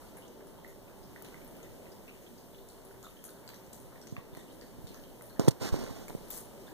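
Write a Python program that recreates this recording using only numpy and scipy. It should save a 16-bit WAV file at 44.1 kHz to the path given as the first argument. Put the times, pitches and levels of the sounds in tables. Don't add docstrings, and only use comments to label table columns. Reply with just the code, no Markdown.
import sys
import numpy as np
from scipy import signal
from scipy.fft import rfft, irfft, next_fast_len
from scipy.io import wavfile
from scipy.ndimage import uniform_filter1d

SR = 44100
rng = np.random.default_rng(int(sys.argv[2]) if len(sys.argv) > 2 else 0)


def inscribe(sig):
    pcm = np.round(np.clip(np.atleast_2d(sig).T, -1, 1) * 32767)
    wavfile.write(sys.argv[1], SR, pcm.astype(np.int16))


N = 297090
T = np.arange(N) / SR


def undb(db):
    return 10 ** (np.asarray(db) / 20)


def unit(x):
    return x / np.sqrt(np.mean(x ** 2))


def colour(x, points):
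    size = next_fast_len(len(x))
    hz, db = np.transpose(points)
    log_f = np.log(np.maximum(np.fft.rfftfreq(size, 1 / SR), 1))
    gain = undb(np.interp(log_f, np.log(hz), db, db[0] - 32, db[-1]))
    return irfft(rfft(x, size) * gain, size)[:len(x)]


def walk(rate):
    hold = int(SR / rate)
    steps = np.repeat(rng.standard_normal(N // hold + 1), hold)
    return 1.3 * uniform_filter1d(uniform_filter1d(steps, hold), hold)[:N]


def add(track, s, x):
    i = int(s * SR)
    track[..., i:i + x.shape[-1]] += x[..., :N - i]


def grit(scatter_db):
    grain_db = scatter_db * np.repeat(rng.exponential(size=N // 40 + 1), 40)[:N]
    return rng.standard_normal(N) * undb(grain_db)


def stroke(s, length, db, rise, fade_db, lift_db_s):
    t = T - s
    fall = fade_db * np.clip(t / length, 0, 1) + lift_db_s * np.maximum(t - length, 0)
    return undb(db - fall) * np.clip(t / max(rise, 1e-3), 0, 1) ** 2


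# f/Hz, level/dB (per Hz), likeness of the ports (0-1)
HUM_SPECTRUM = [(22.7, -62, 0.75), (32.8, -77, 0.5), (46, -73, 1), (90, -77, 0.66), (128, -76, 0.84),
                (203, -73, 0.94), (408, -78, 0.67), (583, -81, 0.75), (836, -90.5, 0.35), (874, -86, 0.34),
                (1160, -95, 0), (1720, -99, 0), (2480, -100, 0), (3080, -99.5, 0.42), (3260, -101.5, 0),
                (4060, -102, 0), (7500, -101.5, 0.06), (12400, -100, 0), (15600, -99.5, 0.2)]
# t/s, level/dB
HUM_RIDE = [(0, -2), (.8, -4.5), (1.5, -1.5), (2.7, -4.5), (3.4, -3), (5.2, -3), (6.2, 0), (6.74, -1)]


def hum():
    size = next_fast_len(N)
    octave = np.log2(np.maximum(np.fft.rfftfreq(size, 1 / SR), 1))
    hz, db, like = np.transpose(HUM_SPECTRUM)
    like = np.interp(octave, np.log2(hz), like)
    density = undb(np.interp(octave, np.log2(hz), db, -110)) * np.sqrt(SR / 4)
    shared, opposed = rfft(rng.standard_normal((2, size))) * density
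    pair = shared * np.sqrt(1 + like) + opposed * np.sqrt(1 - like) * np.array([[1], [-1]])
    out, swell = 0, walk(4.2)
    for centre in np.arange(4, 15.):
        share = np.cos(np.pi / 2 * np.clip(octave - centre, -1, 1)) ** 2
        flicker_db = 1.6 if centre < 11 else .6
        band = irfft(pair * share, size)[:, :N]
        out = out + band * undb(.5 * swell + flicker_db * walk(6))
    ride_db = np.interp(T, *np.transpose(HUM_RIDE))
    return out * undb(ride_db + np.array([[0.], [.6]]))


# f/Hz, level/dB (rms)
LOW_TONES = [(41, -67), (120, -63), (387, -64.5)]


def tones():
    out = np.zeros(N)
    for hz, db in LOW_TONES:
        level = undb(db) * np.sqrt(2) * unit(walk(14))
        out += level * np.sin(2 * np.pi * hz * T + 3 * walk(6))
    return out


def bubbles(hz, t60_ms, chance):
    late = np.append(0, .002 * chance[0])[:, None]
    pitch = hz * np.append(1, 1 + .24 * (chance[1] - .5))[:, None]
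    size = np.append(1, .15 + .35 * chance[2])[:, None]
    t = np.maximum(T[:1300] - late, 0)
    ring = np.sin(2 * np.pi * pitch * t * (1 + 10 * t))
    decay = np.exp(-np.log(1000) * t * 1000 / t60_ms)
    return np.sum(size * ring * decay, axis=0)


FAINTEST_DB, FAINT_PER_S, FAINT_TAIL_DB = -56.5, 14, -29


def faint_laps():
    when, pitch, size = rng.random((int(FAINT_PER_S * N / SR), 3)).T
    return [(a * (N - 1) / SR, FAINTEST_DB + 6 * c, 1200 * 9 ** b, 0, 0, FAINT_TAIL_DB)
            for a, b, c in zip(when, pitch, size)]


# t/s, level/dB, ring f/Hz, second ring f/Hz (0 = none),
# crack level/dB (peak, relative to the tick), tub tail level/dB (relative to the tick)
TICKS = [(0.169, -44, 10800, 2030, 3, -29), (0.4066, -50.5, 1740, 0, -10, -32),
         (0.471, -48.5, 10300, 1380, 6.5, -29), (0.646, -47.5, 1940, 0, 1, -29),
         (0.678, -43.5, 11700, 0, 3, -29), (1.161, -40.5, 1800, 0, -20, -35.5),
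         (1.223, -34.5, 14000, 10800, -4, -41), (1.2472, -52, 4250, 6800, 17, -26.5),
         (1.323, -47, 1190, 0, -12, -30), (1.343, -39, 1940, 0, -20, -40),
         (1.4474, -39, 15160, 13440, -20, -39), (1.477, -43.5, 9700, 1210, -7, -33),
         (1.5664, -45, 11200, 13440, 6, -33), (1.63, -48, 6400, 3620, -5, -33),
         (2.079, -47.5, 2620, 0, 3, -26.5), (2.38, -53, 4820, 6150, 1, -26.5),
         (2.687, -54, 8250, 9990, 13.5, -24.5), (2.851, -40.5, 10700, 0, -9, -33.5),
         (3.0287, -50.5, 7000, 1500, 16, -30.5), (3.039, -52, 7040, 11500, 0, -25),
         (3.044, -49, 1300, 3500, -12, -30), (3.067, -45.5, 1190, 0, -15, -39),
         (3.2405, -32.5, 11700, 10000, -3, -33.5), (3.244, -43, 6500, 2, -15, -28.5),
         (3.2515, -35, 9800, 12100, -4, -30.5), (3.289, -48, 3460, 4300, -1, -28),
         (3.4774, -39, 4460, 7462, -13, -36.5), (3.4903, -38.5, 13600, 4500, 5, -33),
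         (3.536, -47, 1900, 0, -10, -33), (3.543, -48, 6130, 3500, 8, -29.5),
         (3.7303, -41.5, 7000, 12000, 11, -30.5), (3.733, -39, 8050, 9800, 0, -35),
         (3.7446, -45, 9500, 6500, 9, -33), (3.801, -43, 9300, 0, -5, -32),
         (4.015, -46, 5460, 8000, -4, -29.5), (4.071, -44.5, 6450, 0, 8.5, -27.5),
         (4.1655, -40.5, 1050, 1800, -16, -32), (4.166, -35, 2480, 0, -20, -38),
         (4.1657, -48.5, 3380, 4200, -10, -35), (4.35, -45, 2000, 4000, 9, -32.5),
         (4.37, -44.5, 1870, 0, 9, -30), (4.612, -43, 4560, 0, 1, -31),
         (4.87, -51.5, 4250, 9000, 15.5, -25.5), (4.9444, -46, 1650, 6502, 11, -29.5),
         (5.038, -46, 3060, 4002, -16, -34), (5.21, -44.5, 1440, 1900, -12, -39),
         (5.222, -37, 10200, 13260, -14, -32), (5.2573, -46, 11600, 14810, -9, -30),
         (6.082, -42, 2200, 7040, 10, -32), (6.087, -41, 11700, 9500, -3, -32),
         (6.284, -43, 10100, 13090, -11, -30), (6.303, -37, 14500, 8000, -10, -44),
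         (6.3048, -25, 12400, 14500, -15, -42), (6.3105, -31, 14000, 9500, 1, -34),
         (6.306, -45.5, 4030, 3500, -18, -28.5), (6.345, -42, 9000, 6500, 0, -34),
         (6.373, -38, 9900, 11020, -6, -26), (6.68, -50.5, 1580, 1000, -12, -29)]
RING_MS_AT_1K, RING_SLOPE = 11.3, 0.35
SECOND_DB = -3.5
CRACK_S, CRACK_BODY = .00015, 0.72
NEAR_WALLS_S, TUB_T60_S = .003, 0.39


def ticks():
    out, t, rows = np.zeros((2, N)), T[:SR // 4], TICKS + faint_laps()
    noises = rng.standard_normal((len(rows), 4, len(t)))
    chances = rng.random((len(rows), 2, 3, 3))
    for (s, db, hz, hz2, crack_db, tail_db), noise, chance in zip(rows, noises, chances):
        ring_ms = RING_MS_AT_1K * (hz / 1000) ** -RING_SLOPE
        tick = bubbles(hz, ring_ms, chance[0]) + undb(SECOND_DB) * bubbles(hz2, ring_ms, chance[1])
        burst = noise[2, :1300]
        crack = (np.gradient(burst) + CRACK_BODY * burst) * np.exp(-t[:1300] / CRACK_S)
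        tick += undb(crack_db) * crack / np.max(abs(crack))
        grain = undb(3.9 * np.repeat(noise[3, ::100], 100)[:len(t)])
        fade = np.exp(-t / NEAR_WALLS_S) + np.exp(-np.log(1000) * t / TUB_T60_S) * grain
        tail = noise[:2] * fade * undb(tail_db)
        tail[0, 0], tail[1, 6] = 1, .6
        add(out, s, undb(db) * signal.fftconvolve(tail, tick[None], axes=1))
    return out


FIRM_MS = 4.5


def press(ms):
    skew = 0.66 * max(ms / FIRM_MS, 1) ** 0.84
    return np.sin(np.pi * np.linspace(0, 1, max(int(ms * SR / 1000), 8)) ** skew) ** 2


# t/s, level/dB (of the force), contact/ms, direction (+1 or -1),
# tug level/dB (relative to the push, weaker still under soft presses)
CASING_KNOCKS = [(4.1244, -28.5, 4.8, -1, -11), (4.18, -30.5, 5.6, -1, -3), (4.329, -37, 5.7, 1, -6),
                 (4.374, -33.5, 2.2, -1, -5), (4.786, -38.5, 4.4, -1, -4), (4.8406, -32.5, 6.8, -1, -6),
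                 (4.906, -38, 2.6, -1, -8), (5.3958, -10, 1.94, 1, -33), (5.4765, -15.5, 3.2, 1, -6),
                 (5.48, -14, 2.5, 1, -1), (5.482, 2.5, 2.2, 1, -2), (5.508, -36, 4.1, 1, -6),
                 (5.7195, -12, 14.8, -1, -30), (5.7422, -20, 2.4, 1, 1), (5.768, -33, 1.4, 1, -9),
                 (5.839, -25, 2.6, -1, -9), (5.909, -29, 2.8, 1, -11), (6.098, -30, 1.4, 1, -10),
                 (6.1051, -30.5, 1.25, 1, -5), (6.15, -23, 2.5, 1, -15)]
CASING_HZ, CASING_WIDTH_HZ = 130, 63
SWING_AT_0DB = 0.6
TUG_SHARE, TUG_LEAD = 0.45, 0.28


def knocks():
    out = np.zeros(N)
    for s, db, ms, way, tug_db in CASING_KNOCKS:
        push, firm = np.zeros(4000), min(ms, FIRM_MS)
        softness = (firm / ms) ** 2
        lead_s = TUG_LEAD * firm / 1000
        add(push, 0, -undb(tug_db) * softness * press(TUG_SHARE * firm))
        add(push, lead_s, press(ms))
        w = 2 * np.pi * CASING_HZ * firm / ms
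        share = min(SWING_AT_0DB * undb(db) * softness, 1)
        casing = signal.bilinear([1 - share, share * w, 0], [1, 2 * np.pi * CASING_WIDTH_HZ, w * w], SR)
        add(out, s - lead_s, np.sign(way) * undb(db) * signal.lfilter(*casing, push))
    return np.array([np.zeros(N), out])


# t/s, length/s, hiss level/dB, rumble level/dB, rise/s,
# fade over the stroke/dB
FINGER_STROKES = [(5.392, 0.12, -42.5, -30, 0.0026, 12), (5.59, 0.1, -39.5, -37, 0.031, 0.5),
                  (5.718, 0.056, -46, -39, 0.0092, -0.5), (5.781, 0.048, -48.5, -40.5, 0.0091, 1),
                  (5.832, 0.21, -51, -44, 0.014, 4)]
# (relative, per Hz)
RUB_TONE = [(900, -5), (1500, -1), (2500, -5.5), (3300, -7.5), (4500, -4), (7000, -5.5), (10000, -12.5),
            (15000, -15.5)]
# (relative, per Hz)
RUMBLE_TONE = [(40, 6), (100, 6.5), (200, 5.5), (400, 5.5), (700, -1.5), (1100, -7), (1800, -29)]
LIFT_DB_S, RUMBLE_LIFT_DB_S = 500, 305
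FAR_PORT_DB = -15


def rubs():
    hiss_gain, rumble_gain = np.zeros(N), np.zeros(N)
    for s, length, hiss_db, rumble_db, rise, fade in FINGER_STROKES:
        hiss_gain += stroke(s, length, hiss_db, rise, fade, LIFT_DB_S)
        rumble_gain += stroke(s, length, rumble_db, rise, fade, RUMBLE_LIFT_DB_S)
    hiss = hiss_gain * unit(colour(grit(1.06), RUB_TONE)) * undb(0.89 * walk(150))
    rumble = rumble_gain * unit(colour(rng.standard_normal(N), RUMBLE_TONE)) * undb(2.0 * walk(80))
    far = np.roll(hiss, 90) * undb(FAR_PORT_DB)
    return np.array([far, hiss + rumble])


# t/s, level/dB (before the tone), length/ms
CASING_SNAPS = [(5.396, -26.5, 1.4), (5.4765, -41, 6.8), (5.4814, -24, 10), (5.508, -41, 11.4),
                (5.7415, -50, 2.8), (5.838, -42, 4), (6.098, -46, 3.5), (6.15, -52, 2)]
# f/Hz, level/dB (gain)
SNAP_TONE = [(800, 0), (2500, -3), (5000, 4), (8000, 2.5), (15000, -9.5)]


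def snaps():
    out, t_ms = np.zeros(N), T[:900] * 1000
    for s, db, ms in CASING_SNAPS:
        add(out, s, undb(db) * rng.standard_normal(900) * np.exp(-(t_ms / ms) ** 4))
    return np.array([np.zeros(N), colour(out, SNAP_TONE)])


# (relative, per Hz)
RUSTLE_TONE = [(1000, -4.5), (3500, -11), (5000, -5.5), (7000, 2.5), (10000, 3.5), (12500, 1), (15000, 2.5)]
RUSTLE_S, RUSTLE_DB = 6.294, -42.5
RUSTLE_RISE_S, RUSTLE_LENGTH_S, RUSTLE_LIFT_DB_S = 0.017, 0.09, 260


def rustle():
    gain = stroke(RUSTLE_S, RUSTLE_LENGTH_S, RUSTLE_DB, RUSTLE_RISE_S, 0, RUSTLE_LIFT_DB_S)
    return np.array([unit(colour(grit(2.7), RUSTLE_TONE)) * gain * undb(side_db) for side_db in (0, -1.5)])


def scene():
    return hum() + tones() + ticks() + knocks() + rubs() + snaps() + rustle()


# f/Hz, share of the right taken from the left (0-1),
# share of the left taken from the right (0-1), right port level/dB
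PORT_CROSSING = [(1000, 0.77, 0.7, 0.5), (2460, 0.88, 0.93, 0), (4870, 0.63, 0.29, 0.5),
                 (7260, 0.4, 0.021, -1), (10900, 0.44, 0.015, -1.5), (15000, 0.68, .05, -.3)]
PORT_LAG_S = 17.45 / 44100
TOP_HZ = 15450


def record(dry):
    size = next_fast_len(N + 64)
    f = np.fft.rfftfreq(size, 1 / SR)
    hz, *columns = np.transpose(PORT_CROSSING)
    from_left, from_right, right_db = (np.interp(f, hz, column) for column in columns)
    ports = rfft(dry, size)
    lag = np.exp(-2j * np.pi * f * PORT_LAG_S)
    crossed = ports[::-1] * lag * np.array([from_left, from_right])
    wide = irfft(ports * undb([0 * f, right_db]) - crossed, size)[:, :N]
    return signal.sosfilt(signal.ellip(10, .2, 60, TOP_HZ, fs=SR, output="sos"), wide)


dry = scene()
out = record(dry)
inscribe(out)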